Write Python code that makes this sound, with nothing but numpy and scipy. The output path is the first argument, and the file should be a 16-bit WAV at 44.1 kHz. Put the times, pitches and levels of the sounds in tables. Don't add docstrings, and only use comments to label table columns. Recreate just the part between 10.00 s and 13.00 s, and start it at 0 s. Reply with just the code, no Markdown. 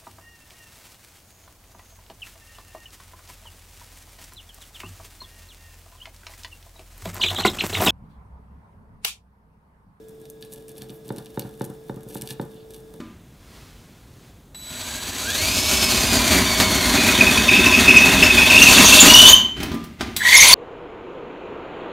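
import sys
import numpy as np
from scipy import signal
from scipy.fft import rfft, irfft
from scipy.io import wavfile
from scipy.ndimage import uniform_filter1d

SR = 44100
rng = np.random.default_rng(int(sys.argv[2]) if len(sys.argv) > 2 else 0)


def generate_wav(sig):
    pcm = np.round(np.clip(np.atleast_2d(sig).T, -1, 1) * 32767).astype(np.int16)
    wavfile.write(sys.argv[1], SR, pcm)


def boost_factor(decibels):
    exponent = np.asarray(decibels, float) / 20
    return 10 ** exponent


N = 132300

# [t/s, peak level/dB, blade ring level/dB re crack]
CRACKS = [(0.084, -27, -30), (0.0917, -29, -23), (0.2537, -28.5, -10), (0.2994, -16.5, -43),
          (0.4094, -29.5, -17), (0.417, -32, -26), (0.4238, -24, -3), (0.4479, -28, -14),
          (0.457, -33, -20), (0.5207, -23.5, -20), (0.527, -21, -19), (0.535, -17, -34),
          (0.559, -29, -12), (0.623, -34, -14), (0.681, -24, -15), (0.6908, -20.5, -20.5),
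          (0.715, -27.5, -19), (.768, -34, -20), (0.7795, -19.5, -16.5), (0.819, -19.5, -4.5),
          (0.8939, -33.5, 1.5), (1.0584, -35, -18), (1.0794, -23, -22), (1.0894, -25.5, -7.5),
          (1.122, -27, -20), (1.1613, -23, -12), (1.168, -26, -14), (1.1822, -19.5, -10),
          (1.2462, -31.5, -12), (1.258, -24, -10.5), (1.2655, -43.5, 8),
          (1.3937, -8.5, -14.5), (1.4014, -40, -18), (1.4198, -36.5, 7), (1.491, -29, -14),
              (1.5959, -27, -19), (1.6172, -18.5, -11), (1.6414, -17.5, -18), (1.649, -17.5, -32),
              (1.7, -27, -36), (1.9592, -29.5, -15), (2.0315, -25.5, -22), (2.087, -21, -37),
              (2.1476, -15, -24), (2.165, -24, -10), (2.1707, -22, -19), (2.1812, -24, -12),
              (2.2112, -13.5, -13), (2.2191, -11, -15), (2.2533, -29, -28), (2.2732, -18, -9),
              (2.2881, -18.5, -9), (2.2944, -24, -8), (2.3054, -14.5, -4.5), (2.324, -22.5, -22),
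              (2.4126, -23.5, -12.5), (2.4613, -43, -23), (2.7056, -25, -17), (2.7358, -25.5, -11.5),
              (2.7433, -24.5, -11.5), (2.9381, -27, -13),
          (0.0395, -38, -28), (0.145, -40, -21), (.1989, -37, -25), (0.2144, -34, -23),
                (0.753, -32, -18), (.7615, -41, -1), (0.8282, -25.5, -33), (.8869, -31, -17),
                (.9018, -30, -16), (1.047, -41, -6), (1.509, -33, -19), (1.532, -45, -18),
                (1.551, -34.5, -24), (1.5748, -31, -21), (1.7365, -35, -21), (1.838, -37, -18),
                (1.8657, -40.5, -14), (1.942, -37, -12), (2.0068, -33, -16), (2.124, -27, -14),
                (2.1373, -29, -17), (2.1436, -19.5, -17), (2.296, -30.5, -4), (2.315, -24, -18),
                (2.45, -34, -18), (2.5428, -33, -15.5), (2.763, -32, -22), (2.779, -36, -13),
                (2.803, -33.5, -22), (2.9033, -39, -18), (2.9605, -35, -15)]
# [start t/s, length t/s, level/dB]
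STROKES = [(0.068, 0.026, -94), (0.2, 0.075, -64), (0.429, 0.13, -58.5), (0.516, 0.064, -57.5),
           (0.682, 0.018, -55.5), (0.762, 0.038, -51), (0.884, 0.066, -63), (1.04, 0.076, -56),
           (1.167, 0.14, -58), (1.338, 0.074, -53), (1.398, 0.066, -56), (1.463, 0.12, -63.5),
           (1.587, 0.069, -55), (1.687, 0.052, -60.5), (1.844, 0.089, -63), (2.069, 0.078, -55),
           (2.126, 0.042, -49.5), (2.23, 0.078, -55.5), (2.255, 0.044, -54), (2.372, 0.16, -60),
           (2.7, 0.061, -54)]
# [f/Hz, level/dB, t60/s]
CRUST_MODES = [(6220, -13, 0.0011), (8330, -7, 0.0023), (9360, -2, 0.0019), (11630, 4.5, 0.0012),
               (13300, 4.5, 0.0012), (14600, 0.5, 0.0031)]
# [f/Hz, level/dB, t60/s]
BLADE_MODES = [(1712, -16.5, 0.044), (2296, -7.5, 0.0072), (2884, -2, 0.0069), (3467, -1.5, 0.013),
               (3920, 0.5, 0.0066), (4473, 0.5, 0.0096), (5730, 1.5, 0.0038)]
# [middle t/s, half length t/s, level/dB]
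DRAGS = [
    (0.42, 0.0059, -61),
    (0.819, 0.0076, -54.5),
    (0.898, 0.0078, -53.5),
    (1.182, 0.0062, -55),
    (2.182, .012, -56),
    (2.602, .04, -61.5),
]
# [t/s, peak level/dB]
KNOCKS = [
    (1.103, -23),
    (1.373, -21),
    (1.609, -20.5),
    (1.895, -24),
    (2.154, -27),
    (2.396, -21),
]
# [t/s, level/dB, contact t/ms]
THUMPS = [(0.092, -33.5, 4.6), (.139, -45, 2.2), (0.214, -35, 3), (0.357, -47, 3.6), (0.393, -45, 3),
          (0.434, -35.5, 3.7), (.54, -34, 3.5), (0.791, -31, 3.7), (0.82, -26.5, 3.5), (0.9, -27, 2.4),
          (1.058, -36, 2.7), (1.089, -27, 3.2), (1.126, -47, 1.5), (1.14, -30, 1.3), (1.152, -30, 2),
          (1.179, -22, 2.6), (1.191, -40, 3), (1.4, -24, 5.2), (1.415, -28.5, 2.4), (1.448, -18.5, 3.75),
          (1.636, -33, 3), (1.669, -26.5, 2.9), (1.699, -22, 2.5), (1.941, -27.5, 3.6), (1.966, -22.5, 2.9),
          (2.064, -28, 1.95), (2.203, -30, 3.2), (2.226, -20.5, 3.6), (2.31, -23, 3.9), (2.41, -28.5, 2.56),
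          (2.423, -27, 3.1), (2.436, -27, 3.6), (2.551, -31.5, 2.8), (2.622, -31.5, 5.9), (2.702, -36, 3.1),
          (2.778, -34, 3.6), (2.941, -37.5, 0.55)]
# [f/Hz, level/dB, t60/s]
BOARD_MODES = [(137.6, -2, 0.098), (204, -2, 0.035), (304, -6, 0.031), (395, -6.5, 0.049),
               (480.6, -7, 0.04), (555.8, -12, 0.13), (750, -11, 0.053), (873, -7, 0.029),
               (989, -11.5, 0.013), (1160, -11.5, 0.015), (1390, -13.5, 0.017), (1517, -15, 0.018),
               (1760, -11.5, 0.014), (2840, -19.5, 0.011), (3670, -11, 0.017)]
# [f/Hz, width f/Hz]
BOARD_GAPS = [(655, 108), (1950, 170)]
# [f/Hz, width f/Hz, level/dB]
WHINES = [(53, 14, -74), (143.6, 55, -57), (214.6, 15, -66.5), (302.4, 41, -57.5), (416, 21, -84),
          (1660, 27, -72), (3460, 160, -74), (3690, 27, -73.5), (5330, 53, -79.5)]
# [f/Hz, level/dB per Hz]
FLOOR_COLOUR = [(28, -19.5), (55, -1), (80, -12.5), (200, -8), (500, -11.5), (1000, -25), (2100, -33.5),
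                (12000, -35.5)]
# [f/Hz, level/dB]
SIDE_COLOUR = [(30, -27), (80, -19), (150, -15.5), (300, -10.5), (700, -3.5), (1500, -3.5), (3000, -4),
               (6000, -11), (9000, -19.5), (12000, -23)]


def impulses(times, dbs):
    x = np.zeros(N)
    np.add.at(x, np.clip((np.asarray(times) * SR).astype(int), 0, N - 1), boost_factor(np.asarray(dbs)))
    return x


def ring(x, modes, flip=1):
    out = 0
    for k, (hz, db, t60) in enumerate(modes):
        pole = np.exp(2j * np.pi * hz / SR - np.log(1000) / (t60 * SR))
        out = out + flip ** k * boost_factor(db) * signal.lfilter([1], [1, -pole], x).imag
    return out


def shaped(points, x):
    f = np.fft.rfftfreq(N, 1 / SR) + 1
    hz, db = np.array(points, float).T
    return irfft(rfft(x) * boost_factor(np.interp(np.log(f), np.log(hz), db)), N)


def at_level(x, db):
    return x * boost_factor(db) / np.sqrt(np.mean(x ** 2))


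def walk(rate):
    k = int(SR / rate)
    steps = np.repeat(rng.standard_normal(N // k + 1), k)
    return 1.11 * uniform_filter1d(uniform_filter1d(steps, k), k)[:N]


def push(start_s, db, ms):
    u = (np.arange(N) / SR - start_s) / (ms / 1000)
    shape = np.where((u > 0) & (u < 1), np.sin(np.pi * u) ** 2, 0)
    return boost_factor(db) * shape / max(shape.sum(), 1e-9)


def decay(x, s):
    return signal.lfilter([1], [1, -np.exp(-1 / (s * SR))], x)


def cracks():
    snap_db, snap_lag_s, blade_db = 1.5, 0.001, 2.5
    tail_db, tail_s = -20.5, 0.0018
    rubble_db, rubble_s = -33, 0.013
    times, peak_db, ring_db = np.array(CRACKS).T
    ragged = rng.standard_normal((2, N)) * boost_factor(2.85 * rng.standard_normal((2, N)))
    rubble_gain = boost_factor(rubble_db + 4.9 * walk(400))

    def burst(db, noise):
        snap = impulses(times + snap_lag_s, db + snap_db)
        tail = boost_factor(tail_db) * decay(snap, tail_s)
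        rubble = rubble_gain * decay(snap, rubble_s)
        return snap + noise * (tail + rubble)

    crust = ring(burst(peak_db, ragged[0]), CRUST_MODES, flip=-0.71)
    blade = ring(burst(peak_db + ring_db + blade_db, ragged[1]), BLADE_MODES, flip=-0.94)
    return 0.65 * crust + 0.23 * blade


def crumbs():
    breaks_per_s, spread_db = 1600, 3.6
    attack_s, fade_s = 0.0072, 0.032
    t = np.arange(N) / SR
    effort = 0
    for start, length, db in STROKES:
        fade = np.exp(-np.clip(t - start - length, 0, 1) / fade_s)
        effort = effort + boost_factor(db) * np.clip((t - start) / attack_s, 0, 1) * fade
    chance, size, sign = rng.random((3, N))
    grains = (chance < breaks_per_s / SR) * boost_factor(-spread_db * np.log(size + 1e-4)) * np.sign(sign - 0.5)
    dust = 0.13 * rng.standard_normal(N) * decay(np.abs(grains), 0.0028)
    return at_level(grains + dust, 0) * effort * boost_factor(4.0 * walk(60))


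def drag():
    t = np.arange(N) / SR
    swell = sum(boost_factor(db) * np.exp(-0.5 * ((t - s) / d) ** 2) for s, d, db in DRAGS)
    friction = rng.standard_normal(N) * boost_factor(7.5 * walk(300))
    return swell * at_level(ring(friction, BLADE_MODES[2:6], flip=-0.84), 0)


def board(bits):
    tick_db, tick_lag_s, tick_ms = -0.5, 0.00125, 0.25
    knock_db, knock_lag_s, knock_ms = 5, 0.00285, 1.36
    scuff_db, scuff_s = -41, 0.031
    crumb_push_db, low_cut_hz = -18.5, 150
    thump_s, thump_db, _ = np.array(THUMPS).T
    stiff_modes = [mode for mode in BOARD_MODES if mode[0] > 700]

    tick = sum(push(s + tick_lag_s, db + tick_db, tick_ms) for s, db in KNOCKS)
    scuff_swell = uniform_filter1d(decay(impulses(thump_s, thump_db), scuff_s), size=400)
    scuff = boost_factor(scuff_db) * rng.standard_normal(N) * scuff_swell

    knock = sum(push(s + knock_lag_s, db + knock_db, knock_ms) for s, db in KNOCKS)
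    rocking = sum(push(*row) for row in THUMPS)
    shaking = boost_factor(crumb_push_db) * uniform_filter1d(bits, size=30)

    body = ring(knock + rocking + shaking, BOARD_MODES)
    body = body + ring(tick + uniform_filter1d(scuff, size=10), stiff_modes)
    for hz, width_hz in BOARD_GAPS:
        body = signal.lfilter(*signal.iirnotch(hz, hz / width_hz, fs=SR), body)
    return signal.sosfilt(signal.butter(4, low_cut_hz, "high", fs=SR, output="sos"), body)


def rub():
    middle_s, length_s, level_db = 0.95, 0.022, -55
    skin = [(12100, 0, 0.0006)]  # f/Hz, level/dB, t60/s
    swell = np.exp(-0.5 * ((np.arange(N) / SR - middle_s) / length_s) ** 2)
    hiss = ring(ring(rng.standard_normal(N), skin), skin)
    return swell * at_level(hiss, level_db)


def room_tail(dry):
    level_db, t60_s, dull_hz = -5, 0.32, 2550
    t = np.arange(SR // 2) / SR
    tails = rng.standard_normal((2, len(t))) * boost_factor(-60 * t / t60_s) * (t > 0.003)
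    tails = tails / np.sqrt((tails ** 2).sum(1, keepdims=True))
    tails = signal.lfilter(*signal.butter(1, dull_hz, fs=SR), tails)
    return boost_factor(level_db) * signal.fftconvolve(dry[None], tails, axes=1)[:, :N]


def room_tone():
    hum_hz, hum_db, wobble_db, floor_db = 441.1, -46, 0.56, -51
    hum_phase = 2 * np.pi * np.cumsum(hum_hz + 0.53 * walk(5.94)) / SR
    hum = np.sqrt(2) * boost_factor(hum_db + wobble_db * walk(8.7)) * np.sin(hum_phase)
    f = np.fft.rfftfreq(N, 1 / SR)

    def background():
        air = at_level(shaped(FLOOR_COLOUR, rng.standard_normal(N)), floor_db) * boost_factor(walk(2.97))
        for hz, width_hz, db in WHINES:
            peak = 1 / (1 + ((f - hz) / width_hz * 2) ** 2)
            air = air + at_level(irfft(rfft(rng.standard_normal(N)) * peak, N), db)
        return air

    hum_side = boost_factor(-14.5) * np.gradient(hum) * SR / (2 * np.pi * hum_hz)
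    return background() + hum, shaped(SIDE_COLOUR, background()) + hum_side


def scene():
    bits = crumbs()
    wood = board(bits)
    crumbling = 0.56 * ring(bits, CRUST_MODES, flip=-0.76)
    crumbling = crumbling + 0.23 * boost_factor(-8) * ring(bits, BLADE_MODES, flip=-0.89)
    crisp = cracks() + rub() + drag() + crumbling
    near = wood + crisp
    wet_mid, wet_side = room_tail(crisp + boost_factor(-1) * wood)
    near_side = 0.5 * signal.hilbert(near).imag - 0.17 * wood
    mid, side = room_tone()
    mid = mid + near + wet_mid
    side = side + shaped(SIDE_COLOUR, boost_factor(-1) * wet_side + near_side)
    return np.array([mid + side, mid - side])


def roll_off(x):
    return signal.sosfilt(signal.butter(12, 16970, fs=SR, output="sos"), x)


def record(dry):
    top_cut = signal.ellip(6, 0.5, 38, 15650, fs=SR, output="sos")
    return roll_off(signal.sosfilt(top_cut, dry))


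dry = scene()
out = record(dry)
generate_wav(out)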